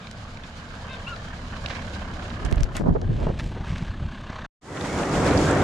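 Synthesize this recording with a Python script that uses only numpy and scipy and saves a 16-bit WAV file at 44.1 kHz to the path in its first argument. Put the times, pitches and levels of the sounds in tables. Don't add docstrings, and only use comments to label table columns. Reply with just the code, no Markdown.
import sys
import numpy as np
from scipy import signal
from scipy.fft import rfft, irfft, next_fast_len
from scipy.io import wavfile
from scipy.ndimage import uniform_filter1d, map_coordinates

SR = 44100
rng = np.random.default_rng(int(sys.argv[2]) if len(sys.argv) > 2 else 0)


def digitize_waveform(pressure):
    field = np.atleast_2d(pressure).T
    bounded = np.clip(field, -1, 1)
    quanta = np.round(bounded * 32767).astype(np.int16)
    wavfile.write(sys.argv[1], SR, quanta)


N = 248283

# hz, correlation
TRACK_ALIKE = [(60, 0.98), (200, 1), (500, 0.98), (1000, 0.64), (2400, 0.16), (6000, 0.56), (15000, 0.18)]
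# centre_s, half_s, throb_db, clatter_db, grit_db (all added)
RUTS = [(0.95, 0.18, -1.5, 1.3, 2), (1.808, 0.14, 2, 0.5, 1.5)]
BEACH_S = 4.612


def amp(db):
    return 10 ** (np.asarray(db) / 20)


def unit(x):
    return x / np.sqrt(np.mean(x ** 2) + 1e-20)


def clock():
    return np.arange(N) / SR


def along(points, hz):
    f, v = np.transpose(points)
    return np.interp(np.log(hz + 1), np.log(f + 1), v)


def curves(rows):
    s, *cols = np.transpose(rows)
    return [np.interp(clock(), s, c) for c in cols]


def ramp(start_s, end_s):
    return np.clip((clock() - start_s) / (end_s - start_s), 0, 1)


def bell(centre_s, half_s):
    return np.exp(-((clock() - centre_s) / half_s) ** 2 / 2)


def swells(rows):
    return sum(np.outer(added_db, bell(s, half_s)) for s, half_s, *added_db in rows)


def wobble(rate_hz, size=N):
    knots = rng.standard_normal(int(size * rate_hz / SR) + 4)
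    return map_coordinates(knots, [np.arange(size) / SR * rate_hz], order=2)


def filtered(x, response):
    n = x.shape[-1]
    m = next_fast_len(n + 8192)
    return irfft(rfft(x, m) * response(np.fft.rfftfreq(m, 1 / SR)), m)[..., :n]


def coloured(x, spectrum):
    return unit(filtered(x, lambda hz: amp(along(spectrum, hz))))


def stereo(pair, spectrum, alike):
    def mid_side_gains(hz):
        turn = np.arccos(np.clip(along(alike, hz), -1, 1)) / 2
        return amp(along(spectrum, hz)) * [np.cos(turn), np.sin(turn)]
    mid, side = filtered(pair, mid_side_gains)
    return unit(np.array([mid + side, mid - side]))


def noise(size=N):
    return rng.standard_normal((2, size))


def grains(rate_hz, spread_db):
    hits = rng.random((2, N)) < rate_hz / SR
    signs = rng.choice([-1, 1], (2, N))
    sizes = amp(spread_db * np.minimum(rng.exponential(size=(2, N)), 4))
    return unit(hits * signs * sizes)


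def patchy(pair, depth_db):
    z = signal.stft(pair, nperseg=1024)[2]
    field = uniform_filter1d(rng.standard_normal(z.shape[1:]), size=5, axis=0)
    field = uniform_filter1d(field, size=5, axis=1)
    return signal.istft(z * amp(depth_db * unit(field)), nperseg=1024)[1][:, :N]


def pings(start_s, end_s, count, hz, octaves, cycles, spread_db):
    t = np.arange(SR // 64) / SR
    when, side = rng.random((2, count, 1))
    pitch = np.clip(hz * 2 ** (octaves * rng.standard_normal((count, 1))), 300, 12000)
    strength = amp(spread_db * np.minimum(rng.exponential(size=(count, 1)), 3))
    rings = strength * np.sin(2 * np.pi * pitch * t) * amp(-60 * pitch * t / cycles)
    at = ((start_s + when * (end_s - start_s)) * SR).astype(int) + np.arange(len(t))
    pair = [np.bincount(at.ravel(), (rings * np.sqrt(share)).ravel(), N)[:N] for share in (side, 1 - side)]
    return unit(np.array(pair)) * np.sqrt((end_s - start_s) * SR / N)


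def causal(gain, size):
    cepstrum = irfft(np.log(np.maximum(gain(np.fft.rfftfreq(2 * size, 1 / SR)), 1e-6)))
    cepstrum[1:size] *= 2
    cepstrum[size + 1:] = 0
    return irfft(np.exp(rfft(cepstrum)))[:size]


def panned(db):
    return amp(np.array([[db], [-db]]) / 2)


def add(track, s, sound):
    part = track[:, max(round(s * SR), 0):][:, :sound.shape[-1]]
    part += sound[..., :part.shape[-1]]


def by_distance(at_1m_db, loss_db):
    # time_s, distance_m
    distance = [(0, 7.4), (1, 3.3), (2, 1.63), (2.5, 1.24), (3.3, 1.44), (3.8, 2.57), (4.46, 4.1)]
    return at_1m_db - loss_db * np.log2(np.maximum(curves(distance)[0], .5))


def leaning():
    # time_s, left_right_db
    lean = [(0, -2), (.7, -3), (1.15, -1), (1.7, -4.5), (2.35, -3.5), (2.7, 0), (3.2, .3)]
    lean_db, = curves(lean)
    return amp(np.array([lean_db, -lean_db]) / 2)


def throb(firing, count, strength, first_db=-7.0, second_db=-7, order_loss_db=2.5):
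    # hz, density_db_per_hz
    exhaust = [(13, -38.5), (22, 9), (48, -17.5), (77, 0), (144, -7), (167, -7.5), (195, -6.5), (243, -8.5),
               (275, -15), (306, -21.5), (400, -24.5), (520, -42), (880, -120)]
    pulses = np.diff(count, prepend=0) * strength
    out = 0.35 * coloured(pulses, exhaust) + 0.83 * stereo(noise(), exhaust, TRACK_ALIKE)
    near = amp(by_distance(0, order_loss_db))
    first = amp(first_db + 1.8 * wobble(7.5)) * np.sin(2 * np.pi * firing)
    second = amp(second_db + 2.6 * wobble(8.3)) * np.sin(4 * np.pi * firing)
    out += near * np.sqrt(2) * (first + second)
    return amp(by_distance(at_1m_db=-32.5, loss_db=2.4) + swells(RUTS)[0]) * out


def clatter(firing, count, strength, scatter_db=0.8, block_hz=900, block_sharpness=0.34):
    # hz, density_db_per_hz
    block = [(210, -37), (350, -15), (409, -11.5), (447, 0.5), (706, 2.5), (780, -1), (1160, 1.5),
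             (1360, -2), (1610, 2.5), (1940, -6.5), (2650, -11.5), (3130, -7), (3460, -17.5), (3830, -23.5),
             (5000, -29.5), (6500, -44), (11000, -120)]
    # hz, density_db_per_hz
    block_behind = [(200, -31), (330, -5), (450, -11), (600, -1.5), (850, -2), (1120, 1.5), (1380, -4.5),
                    (1600, 1.5), (2100, -10), (2550, -11), (3050, -12), (3600, -14.5), (4400, -17.5),
                    (5300, -26.5), (6300, -21.5), (8000, -42), (11000, -62)]
    # time_s, sharpness_0_to_1
    knock_sharpness = [(.6, .17), (1.35, .36), (2.2, .44), (3.9, .6)]
    # time_s, added_db
    shade = [(2.6, 2.5), (2.82, -9.5), (3.45, -4.5), (3.62, -1), (3.7, 1), (4.05, 0.7), (4.26, 5),
             (4.3, 9.5), (4.46, 7.5)]
    sharpness, = curves(knock_sharpness)
    force = strength * amp(scatter_db * rng.standard_normal(400)[count])
    knock = unit(force * np.exp(sharpness * np.cos(2 * np.pi * firing) - sharpness ** 2 / 2))
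    metal = unit(patchy(noise(), depth_db=2.5)) + .5 * grains(rate_hz=980, spread_db=2.5)
    ringing = filtered(metal, lambda hz: 1 / (1 + (hz / block_hz) ** 6))
    rattle = knock * (metal - ringing) + unit(knock ** block_sharpness) * ringing
    behind = ramp(2.8, 3.4)
    out = (1 - behind) * stereo(rattle, block, TRACK_ALIKE)
    out += behind * stereo(rattle, block_behind, TRACK_ALIKE)
    level_db = by_distance(at_1m_db=-40.5, loss_db=2.9) + swells(RUTS)[1] + curves(shade)[0]
    return amp(level_db) * out * leaning()


def fan():
    # hz, density_db_per_hz
    fan_air = [(60, -57.5), (200, -28), (290, 7.5), (450, -2), (620, 0), (900, -6.5), (1500, -28),
               (6000, -68.5)]
    return amp(by_distance(at_1m_db=-41, loss_db=7.6)) * stereo(noise(), fan_air, TRACK_ALIKE)


def engine():
    # time_s, firings_per_s
    firing_rate = [(1.5, 35.14), (3.4, 33.44)]
    firing = np.cumsum(curves(firing_rate)[0]) / SR
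    count = (firing + .5).astype(int)
    cylinder_db = 1.4 * rng.standard_normal(8)[count % 8]
    strength = amp(cylinder_db + 0.78 * rng.standard_normal(400)[count])
    return throb(firing, count, strength) + clatter(firing, count, strength) + fan()


def tread(brake_s, stop_s, stopped_db=-16):
    # hz, density_db_per_hz
    tread_spectrum = [(1300, -18), (2200, 1), (3100, -3), (3800, 1), (5000, -3), (5700, -7), (7000, -7),
                      (7900, -14.5), (10500, -22), (11800, -30.5), (14000, -36.5), (15800, -50.5)]
    crunch = noise() * amp(1.8 * wobble(40.11)) + 0.39 * grains(rate_hz=380, spread_db=5.0)
    level_db = by_distance(at_1m_db=-48, loss_db=1.88) + swells(RUTS)[2] + stopped_db * ramp(brake_s, stop_s)
    return amp(level_db) * stereo(crunch, tread_spectrum, TRACK_ALIKE)


def rut_crunches(brake_s, dull_hz=4500):
    # start_s, level_db, rise_s, t60_s
    crunches = [(1.695, -33.5, .008, 0.32), (1.747, -36, .004, 0.24)]
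    # hz, density_db_per_hz
    grit = [(400, -9), (1000, 4), (1500, -1), (2200, 7), (3000, -8), (3700, -6), (5500, -8), (8000, -21),
            (12000, -49), (16000, -48.5)]
    crush = 0
    for s, db, rise_s, t60_s in crunches:
        crush += amp(db - 60 * np.maximum(clock() - s - rise_s, 0) / t60_s) * ramp(s, s + rise_s)
    pebbles = pings(crunches[0][0], brake_s, count=500, hz=1890, octaves=.65, cycles=7, spread_db=6.0)
    softened = unit(filtered(pebbles, lambda hz: 1 / (1 + (hz / dull_hz) ** 4))) * np.std(pebbles)
    return crush * (0.49 * softened + 0.6 * stereo(noise(), grit, TRACK_ALIKE))


def spat_stones(dull_hz=8500):
    # hz, width_hz, level_db
    modes = [(1800, 550, -2.5), (2470, 650, 0), (3830, 310, 1.5), (5640, 1400, -15)]
    # start_s, level_db, t60_s, pitch_ratio
    stones = [(0.0698, -31, 0.02, 1), (0.371, -35, 0.026, 1.1), (0.4347, -38, 0.071, .95),
              (1.1608, -35, 0.021, 1.2), (1.5653, -35, 0.03, 1.05), (1.6585, -22, 0.014, .8),
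              (1.6605, -18.5, 0.014, 1.03), (1.6847, -28, .012, 1.25), (1.697, -30, 0.011, 1.2),
              (1.7025, -29, .016, 1.05), (1.7075, -24.5, 0.018, .95), (1.712, -29, .02, .9),
              (1.7498, -31, .016, .7), (1.768, -24.5, 0.008, .68), (2.2237, -39, 0.031, .9),
              (2.3014, -32, 0.026, .98)]

    def ring(f):
        return sum((-1) ** k * amp(db) * 1j * f * width / (hz * hz - f * f + 1j * f * width)
                   for k, (hz, width, db) in enumerate(modes))

    out = np.zeros((2, N))
    t = np.arange(SR // 5) / SR
    for s, db, t60_s, pitch in stones:
        burst = noise(size=len(t)) + rng.standard_normal(len(t))
        crack = unit(filtered(burst, lambda f: ring(f / pitch) / (1 + (f / dull_hz) ** 6)))
        add(out, s, amp(db - 0.5 - 60 * t / t60_s) * (1 - np.exp(-t / 0.0007)) * crack)
    return out


def tyres(brake_s=2.28, stop_s=3.14):
    return (tread(brake_s, stop_s) + rut_crunches(brake_s) + spat_stones()) * leaning()


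def squeaks(low_swell_db=9, flutter_db=2.5, bright_hz=2750, bright_width_hz=550, skew=0.72, fullness=0.55,
            echo_db=-10, echo_t60_s=0.29):
    # start_s, length_s, slips_per_s, arch_share, roughness_0_to_1, level_db, bright_loss_db
    slips = [(0.008, 0.068, 1130, 0.06, 0.1, -50, 6.5), (0.886, 0.088, 500, 0.06, 0.028, -43.5, 10),
             (1.065, .087, 1290, 0.115, 0.018, -37.2, 28)]
    # hz, level_db
    joint = [(500, -25), (1050, -7), (1300, 1), (1450, -4.5), (2100, -9), (2650, -2), (2900, -10),
             (3150, -15.5), (3750, -3), (3950, -9), (4300, -29), (5500, -48)]
    out = np.zeros((1, N))
    for s, length_s, hz, arch, rough, db, dulling_db in slips:
        u = np.linspace(0, 1, int(length_s * SR), endpoint=False)
        arching = arch * np.sin(np.pi * u ** skew)
        pitch = hz * (1 + arching + rough * wobble(1000, size=len(u)))
        partials = np.outer(np.arange(1, 9), pitch)
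        bright = np.exp(-((partials - bright_hz) / bright_width_hz) ** 2)
        colour_db = along(joint, partials) - dulling_db * (u - .5) * bright
        colour_db[0] += low_swell_db * (u - .5)
        colour_db += flutter_db * np.array([wobble(175, size=len(u)) for _ in partials])
        tone = np.sum(amp(colour_db) * np.sin(2 * np.pi * np.cumsum(partials, axis=1) / SR), axis=0)
        add(out, s, np.sin(np.pi * u) ** fullness * amp(db) * np.sqrt(2) * tone)
    t = np.arange(SR // 4) / SR
    trees = noise(size=len(t)) * amp(-60 * t / echo_t60_s)
    trees /= np.linalg.norm(trees[0])
    echo = signal.fftconvolve(out, trees, axes=1)[:, :N]
    return panned(2.7) * out + amp(echo_db) * echo


def case_taps(ring_db=9, ring_octaves=0.72, chatter_db=-13):
    # start_s, level_over_1ms_db, left_right_db, chatter_t60_s, ring_hz, dull_above_hz
    clicks = [(0.113, -34.5, -3, 0.012, 5000, 7950), (2.4502, -34, -13, 0.041, 6900, 11000),
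              (2.513, -38, -6, 0.014, 6900, 12000), (2.526, -28, -5, 0.0091, 3000, 13000),
              (2.559, -41, -9, .01, 7000, 14000), (2.581, -34, 2, .008, 3400, 4500),
              (2.606, -35, 2, 0.023, 4960, 12000), (2.6335, -27, 7, 0.0064, 5600, 13000),
              (2.642, -38, 10, 0.01, 4500, 14000), (2.7676, -24, 1, .014, 7640, 15000),
              (2.771, -25, 0.5, 0.12, 2200, 2700), (3.0156, -36.5, -1, 0.016, 5500, 6000),
              (3.3976, -25.5, -0.5, 0.011, 2900, 5500), (3.7599, -29.5, 1.5, 0.012, 2590, 4000),
              (3.782, -34.5, 0, 0.018, 4200, 7000), (4.211, -51, 2, 0.013, 7000, 9000)]
    # hz, level_db
    case = [(600, -16), (1500, 10.5), (3000, 1), (5000, 0), (7500, -3), (10000, -4.5), (13000, -13.5),
            (16000, -22)]
    out = np.zeros((2, N))
    t = np.arange(SR // 4) / SR
    for s, db, pan_db, t60_s, ring_hz, dull_hz in clicks:
        def spot(f):
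            boost_db = ring_db * np.exp(-(np.log2((f + 1) / ring_hz) / ring_octaves) ** 2)
            return amp(along(case, f) + boost_db) / np.hypot(1, (f / dull_hz) ** 3)
        chatter = (noise(size=len(t)) + rng.standard_normal(len(t))) / 2
        contact = (t == 0) + amp(chatter_db - 60 * t / t60_s) * chatter
        tick = signal.fftconvolve(contact, causal(spot, size=1024)[None], axes=1)
        tick /= np.sqrt(np.sum(tick ** 2) / (2 * SR / 1000))
        add(out, s, panned(pan_db) * amp(db) * tick)
    return out


def sleeve_rubs(scrape_db=4):
    # centre_s, level_db, half_s, tilt_db_per_octave
    rubs = [(2.461, -45, 0.0061, 3), (2.758, -35, 0.0074, -1), (2.769, -38.5, 0.017, -5),
            (2.77, -42.5, 0.017, 8), (3.229, -49.5, 0.11, 0), (3.398, -34.5, 0.01, 0),
            (3.463, -51.5, 0.057, 4), (3.519, -34, 0.0051, -12), (3.576, -39, 0.021, -8.5),
            (3.684, -45.5, 0.039, 0), (3.773, -48.5, 0.2, 0.5), (3.829, -40, 0.0096, -4)]
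    # hz, density_db_per_hz
    cloth = [(300, -1.5), (750, 6), (1400, 5.5), (2800, 3), (4000, -3.5), (5200, -5.5), (8000, -14.5),
             (11000, -29), (16000, -45.5)]
    out = np.zeros((2, N))
    t = np.arange(SR // 4) / SR
    for s, db, half_s, tilt_db in rubs:
        tilted = [(hz, level_db + tilt_db * np.log2(hz)) for hz, level_db in cloth]
        fibres = coloured(noise(size=len(t)) + 1.5 * rng.standard_normal(len(t)), tilted)
        catches = unit(amp(scrape_db * wobble(445.2, size=len(t))))
        swell = np.exp(-abs(t - t.mean()) / half_s)
        add(out, s - t.mean(), amp(db + 3.5) * swell * catches * fibres)
    return out


def grip(attack_s=0.0019, stiffening=0.24, relax_s=0.012, overtone=1.69, overtone_db=-11):
    # start_s, level_db, settled_hz, t60_s, left_right_db
    knocks = [(2.797, -22, 230, 0.041, 8.5), (2.819, -19, 135, .09, 9), (2.851, -16.5, 154, 0.2, -3),
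              (2.872, -27, 175, 0.071, -5), (2.905, -11.5, 144.2, 0.1, 2), (2.935, -23, 250, 0.052, -4),
              (2.951, -17, 390, 0.05, -3), (2.967, -17, 400, 0.031, -4), (3.051, -16, 85, 0.13, 2),
              (3.092, -12, 112, 0.12, -1.5), (3.268, -7, 135, 0.022, 1), (3.282, -19.5, 315, 0.035, -4),
              (3.724, -20, 150, .06, -9), (3.808, -18, 140, 0.048, 0), (4.021, -21, 95, 0.049, -1)]
    out = np.zeros((2, N))
    t = np.arange(SR // 4) / SR
    for s, db, hz, t60_s, pan_db in knocks:
        phase = 2 * np.pi * np.cumsum(hz * (1 + stiffening * np.exp(-t / relax_s))) / SR
        decay = amp(-60 * t / t60_s)
        boom = decay * np.sin(phase) + amp(overtone_db) * decay ** 2 * np.sin(overtone * phase)
        add(out, s, panned(pan_db) * amp(db) * (1 - np.exp(-t / attack_s)) * boom)
    return out


def shirt(start_s=2.934, rise_s=0.25, level_db=-52.5, catch_db=1.5):
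    # hz, density_db_per_hz
    flannel = [(1300, -17), (2200, 5), (3100, 5.5), (4000, 1), (5400, -12.5), (7000, -12.5), (8000, -13),
               (10500, -26.5), (12000, -33), (15800, -59)]
    fibres = noise() * amp(catch_db * wobble(40)) + 0.44 * grains(rate_hz=240, spread_db=2.5)
    slow_rise_db = -0.5 * (1 - ramp(4.2, 4.7))
    return ramp(start_s, start_s + rise_s) * amp(level_db + slow_rise_db) * stereo(fibres, flannel, TRACK_ALIKE)


def air_rumble():
    # centre_s, level_db, half_s
    swings = [(2.57, -25, 0.091), (2.895, -23, 0.068), (3.135, -25, 0.081), (3.284, -22.5, 0.038),
              (3.433, -28, 0.067), (3.755, -27, 0.069), (4.01, -30.5, 0.075)]
    # hz, density_db_per_hz
    rumble = [(12, -38), (20, 9), (52, 0), (118, -3), (151, -3), (209, -12.5), (344, -20), (600, -27.5),
              (780, -53), (1320, -120)]
    airflow = sum(amp(db) * bell(s, half_s) for s, db, half_s in swings)
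    return airflow * amp(1.9 * wobble(25.05)) * stereo(noise(), rumble, [(50, 0.84), (400, 0.36)])


def thumps():
    # centre_s, level_db, hz, left_right_db
    pushes = [(2.456, -20, 72.4, -12), (2.476, -18, 39.8, -5), (2.531, -16, 66, -19), (2.574, -11, 35, -4),
              (2.611, -18.5, 83, -15), (2.636, -18, 30.7, 17), (2.907, -10, 59.4, 4),
              (3.236, -19, 59.6, -15), (3.3, -14.5, 73, 0), (3.609, -22, 74.4, 13), (3.707, -19.5, 86, 0),
              (3.724, -19, 66, 0), (3.826, -16, 104, -2), (3.904, -18.5, 61.4, .5), (4.057, -21, 74, -1),
              (4.302, -26, 124, 8)]
    out = np.zeros((2, N))
    t = np.arange(-SR // 8, SR // 8) / SR
    for s, db, hz, pan_db in pushes:
        u = 2 * np.pi * hz * t
        add(out, s + t[0], panned(pan_db) * amp(db - 1.0) * u * np.exp((1 - u * u) / 2))
    return out


def port_eddies(order=1.59, dull_hz=1700, flutter_db=3, spanning_hz=60, opposed=0.39):
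    # centre_s, level_db, half_s, centre_hz, left_right_db
    eddies = [(2.453, -32, 0.0053, 295, -10), (2.525, -30.5, 0.0066, 232, -16),
              (2.606, -32.5, 0.01, 224.6, -4), (2.769, -38, 0.0095, 840, 0.5), (2.81, -27.5, 0.01, 270, 13),
              (2.868, -31, 0.022, 620, -1.5), (2.89, -20.5, 0.026, 175, -6.5),
              (2.963, -23.5, 0.0087, 500, -3), (3.028, -34, .013, 405, 1.5), (3.112, -28.5, 0.018, 159, -1),
              (3.225, -31.5, 0.026, 465, -5), (3.271, -23.5, 0.0036, 570, 0.5),
              (3.29, -26, 0.016, 450, -2.5)]
    out = np.zeros((2, N))
    t = np.arange(-SR // 8, SR // 8) / SR
    for s, db, half_s, hz, pan_db in eddies:
        def band(f):
            ratio = f / hz
            return (ratio / np.hypot(1 - ratio ** 2, 0.75 * ratio)) ** order / (1 + (f / dull_hz) ** 4)
        swirl = noise(size=len(t))
        swirl = swirl + (spanning_hz / hz - opposed) * swirl[::-1]
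        swirl = swirl * amp(flutter_db * wobble(202.8, size=len(t)))
        swirl = filtered(swirl, band)
        swell = np.exp(-(t / half_s) ** 2 / 2)
        add(out, s + t[0], panned(pan_db) * amp(db) * unit(swirl * swell) * np.sqrt(np.mean(swell ** 2)))
    return out


def pops(dull_hz=1350):
    # centre_s, level_at_louder_port_db, hz, left_right_db
    collapses = [(2.7993, -15.5, 250, 16), (2.812, -14, 400, 23), (2.819, -17.5, 480, 12),
                 (2.84, -19.5, 380, -10), (2.864, -11, 211, -7), (2.872, -15, 400, 9),
                 (2.878, -12, 230, -14.5), (2.893, -15, 520, -11.5), (2.9113, -16, 150, 7),
                 (2.9625, -18, 650, -5.5), (3.27, -17.5, 417, 8), (3.3031, -14.5, 228, 4)]
    out = np.zeros((2, N))
    t = np.arange(-SR // 32, SR // 32) / SR
    for s, db, hz, pan_db in collapses:
        u = 2 * np.pi * hz * abs(t)
        dip = filtered((u - 1) * np.exp(-u), lambda f: 1 / (1 + (f / dull_hz) ** 4))
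        add(out, s + t[0], panned(pan_db) * amp(db - abs(pan_db) / 2) * dip / np.max(abs(dip)))
    return out


def fade_in(full_db, length_s, power):
    return amp(full_db) * ramp(BEACH_S, BEACH_S + length_s) ** power


def bubbles(t60_s=0.028, splash_width_hz=1700):
    # start_s, level_db, start_hz
    drops = [(4.771, -29.5, 2210), (4.81, -29.5, 3500), (5.032, -28, 2650), (5.274, -25, 3830),
             (5.309, -26, 3870), (5.329, -26, 2530), (5.375, -21.5, 4650), (5.397, -39, 2160),
             (5.51, -27, 7560)]
    out = np.zeros((2, N))
    t = np.arange(SR // 16) / SR
    for s, db, hz in drops:
        ring = np.sin(2 * np.pi * hz * t * (1 + 3 * t))
        splash = unit(filtered(noise(size=len(t)), lambda f: np.exp(-((f - hz) / splash_width_hz) ** 2)))
        envelope = amp(db - 60 * t / t60_s) * (1 - np.exp(-t / 0.00029))
        add(out, s, panned(rng.normal(0, 3)) * envelope * (0.5 * ring + 0.62 * splash))
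    return out


def surf(churn_db=1.5, split_hz=520, babble_db=-6):
    # hz, correlation
    sea_alike = [(60, 1), (200, 0.99), (550, .92), (1600, 0.67), (5000, 0.024), (12000, 0.93)]
    # centre_s, half_s, wash_db, spill_db, foam_db (all added)
    surges = [(4.772, 0.011, 2.5, 3, 1), (4.812, 0.0072, -2, 5, 3.5), (4.852, .018, 1.5, 6, 3),
              (5.0, 0.015, 2, 3, 2), (5.272, 0.023, 1, 3.5, 4), (5.325, .014, -1, 3, -0.5),
              (5.395, 0.032, -0.5, 0, 1.5), (5.5, 0.025, 1, 2, 2.5)]
    # hz, density_db_per_hz
    wash = [(13, -42), (22, -9), (81, -1.5), (157, -0.5), (227, -4), (289, 0), (369, -4.5), (564, -5.5),
            (600, -8), (780, -10.5), (846, -12.5), (1650, -19.5), (2800, -30.5), (3640, -40), (6160, -120)]
    # hz, density_db_per_hz
    spill = [(100, -120), (400, -23), (800, 0.5), (1200, 1), (1700, 0), (2200, -3.5), (2900, -18),
             (4000, -37), (7000, -120)]
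    # hz, density_db_per_hz
    foam = [(1500, -29), (2500, -3), (3200, 1), (4000, -1.5), (5000, -1.5), (6000, -1.5), (7100, -1.5),
            (8500, -8), (10000, -14.5), (12000, -26.5), (15500, -36)]
    wash_db, spill_db, foam_db = swells(surges)
    water = stereo(noise(), wash, sea_alike)
    deep = filtered(water, lambda hz: 1 / (1 + (hz / split_hz) ** 4))
    churn = deep * amp(churn_db * wobble(16)) + (water - deep) * amp(churn_db * wobble(11))
    out = fade_in(full_db=-19, length_s=0.83, power=0.95) * amp(wash_db) * churn
    babble = pings(BEACH_S, N / SR, count=260, hz=1780, octaves=0.71, cycles=27, spread_db=3.5)
    crest = stereo(patchy(noise(), depth_db=3.5), spill, sea_alike) + amp(babble_db) * babble
    out += fade_in(full_db=-34, length_s=0.59, power=0.82) * amp(spill_db) * crest
    fizz = stereo(noise() + 0.44 * grains(rate_hz=1200, spread_db=7.0), foam, sea_alike)
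    out += fade_in(full_db=-39, length_s=0.56, power=0.74) * amp(foam_db + 1.2 * wobble(20)) * fizz
    return (out + bubbles()) * panned(-0.66)


def narrowing(track, narrow_hz=2500, treble_width=.12, wide=1.22, close_s=3.134, closing_db_per_s=51):
    left, right = track
    mid, side = (left + right) / 2, (left - right) / 2
    narrowed = filtered(side, lambda hz: treble_width + (1 - treble_width) / (1 + (hz / narrow_hz) ** 8))
    treble_closing = ramp(2.5, 3.13)
    side = (1 - treble_closing) * side + treble_closing * narrowed
    width = wide * amp(-closing_db_per_s * np.maximum(clock() - close_s, 0))
    return np.array([mid + width * side, mid - width * side])


def scene(cut_s=4.464):
    truck = engine() + tyres() + squeaks()
    hands = case_taps() + sleeve_rubs() + grip() + shirt()
    buffeting = air_rumble() + thumps() + port_eddies() + pops()
    before_cut = np.clip((cut_s - clock()) / .002, 0, 1)
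    return before_cut * narrowing(truck + hands + buffeting) + surf()


def record(dry, bass_hz=25, top_hz=15800):
    def response(hz):
        return hz ** 2 / np.hypot(hz ** 2, bass_hz ** 2) / np.sqrt(1 + (hz / top_hz) ** 200)
    return filtered(dry, response)


dry = scene()
out = record(dry)
digitize_waveform(out)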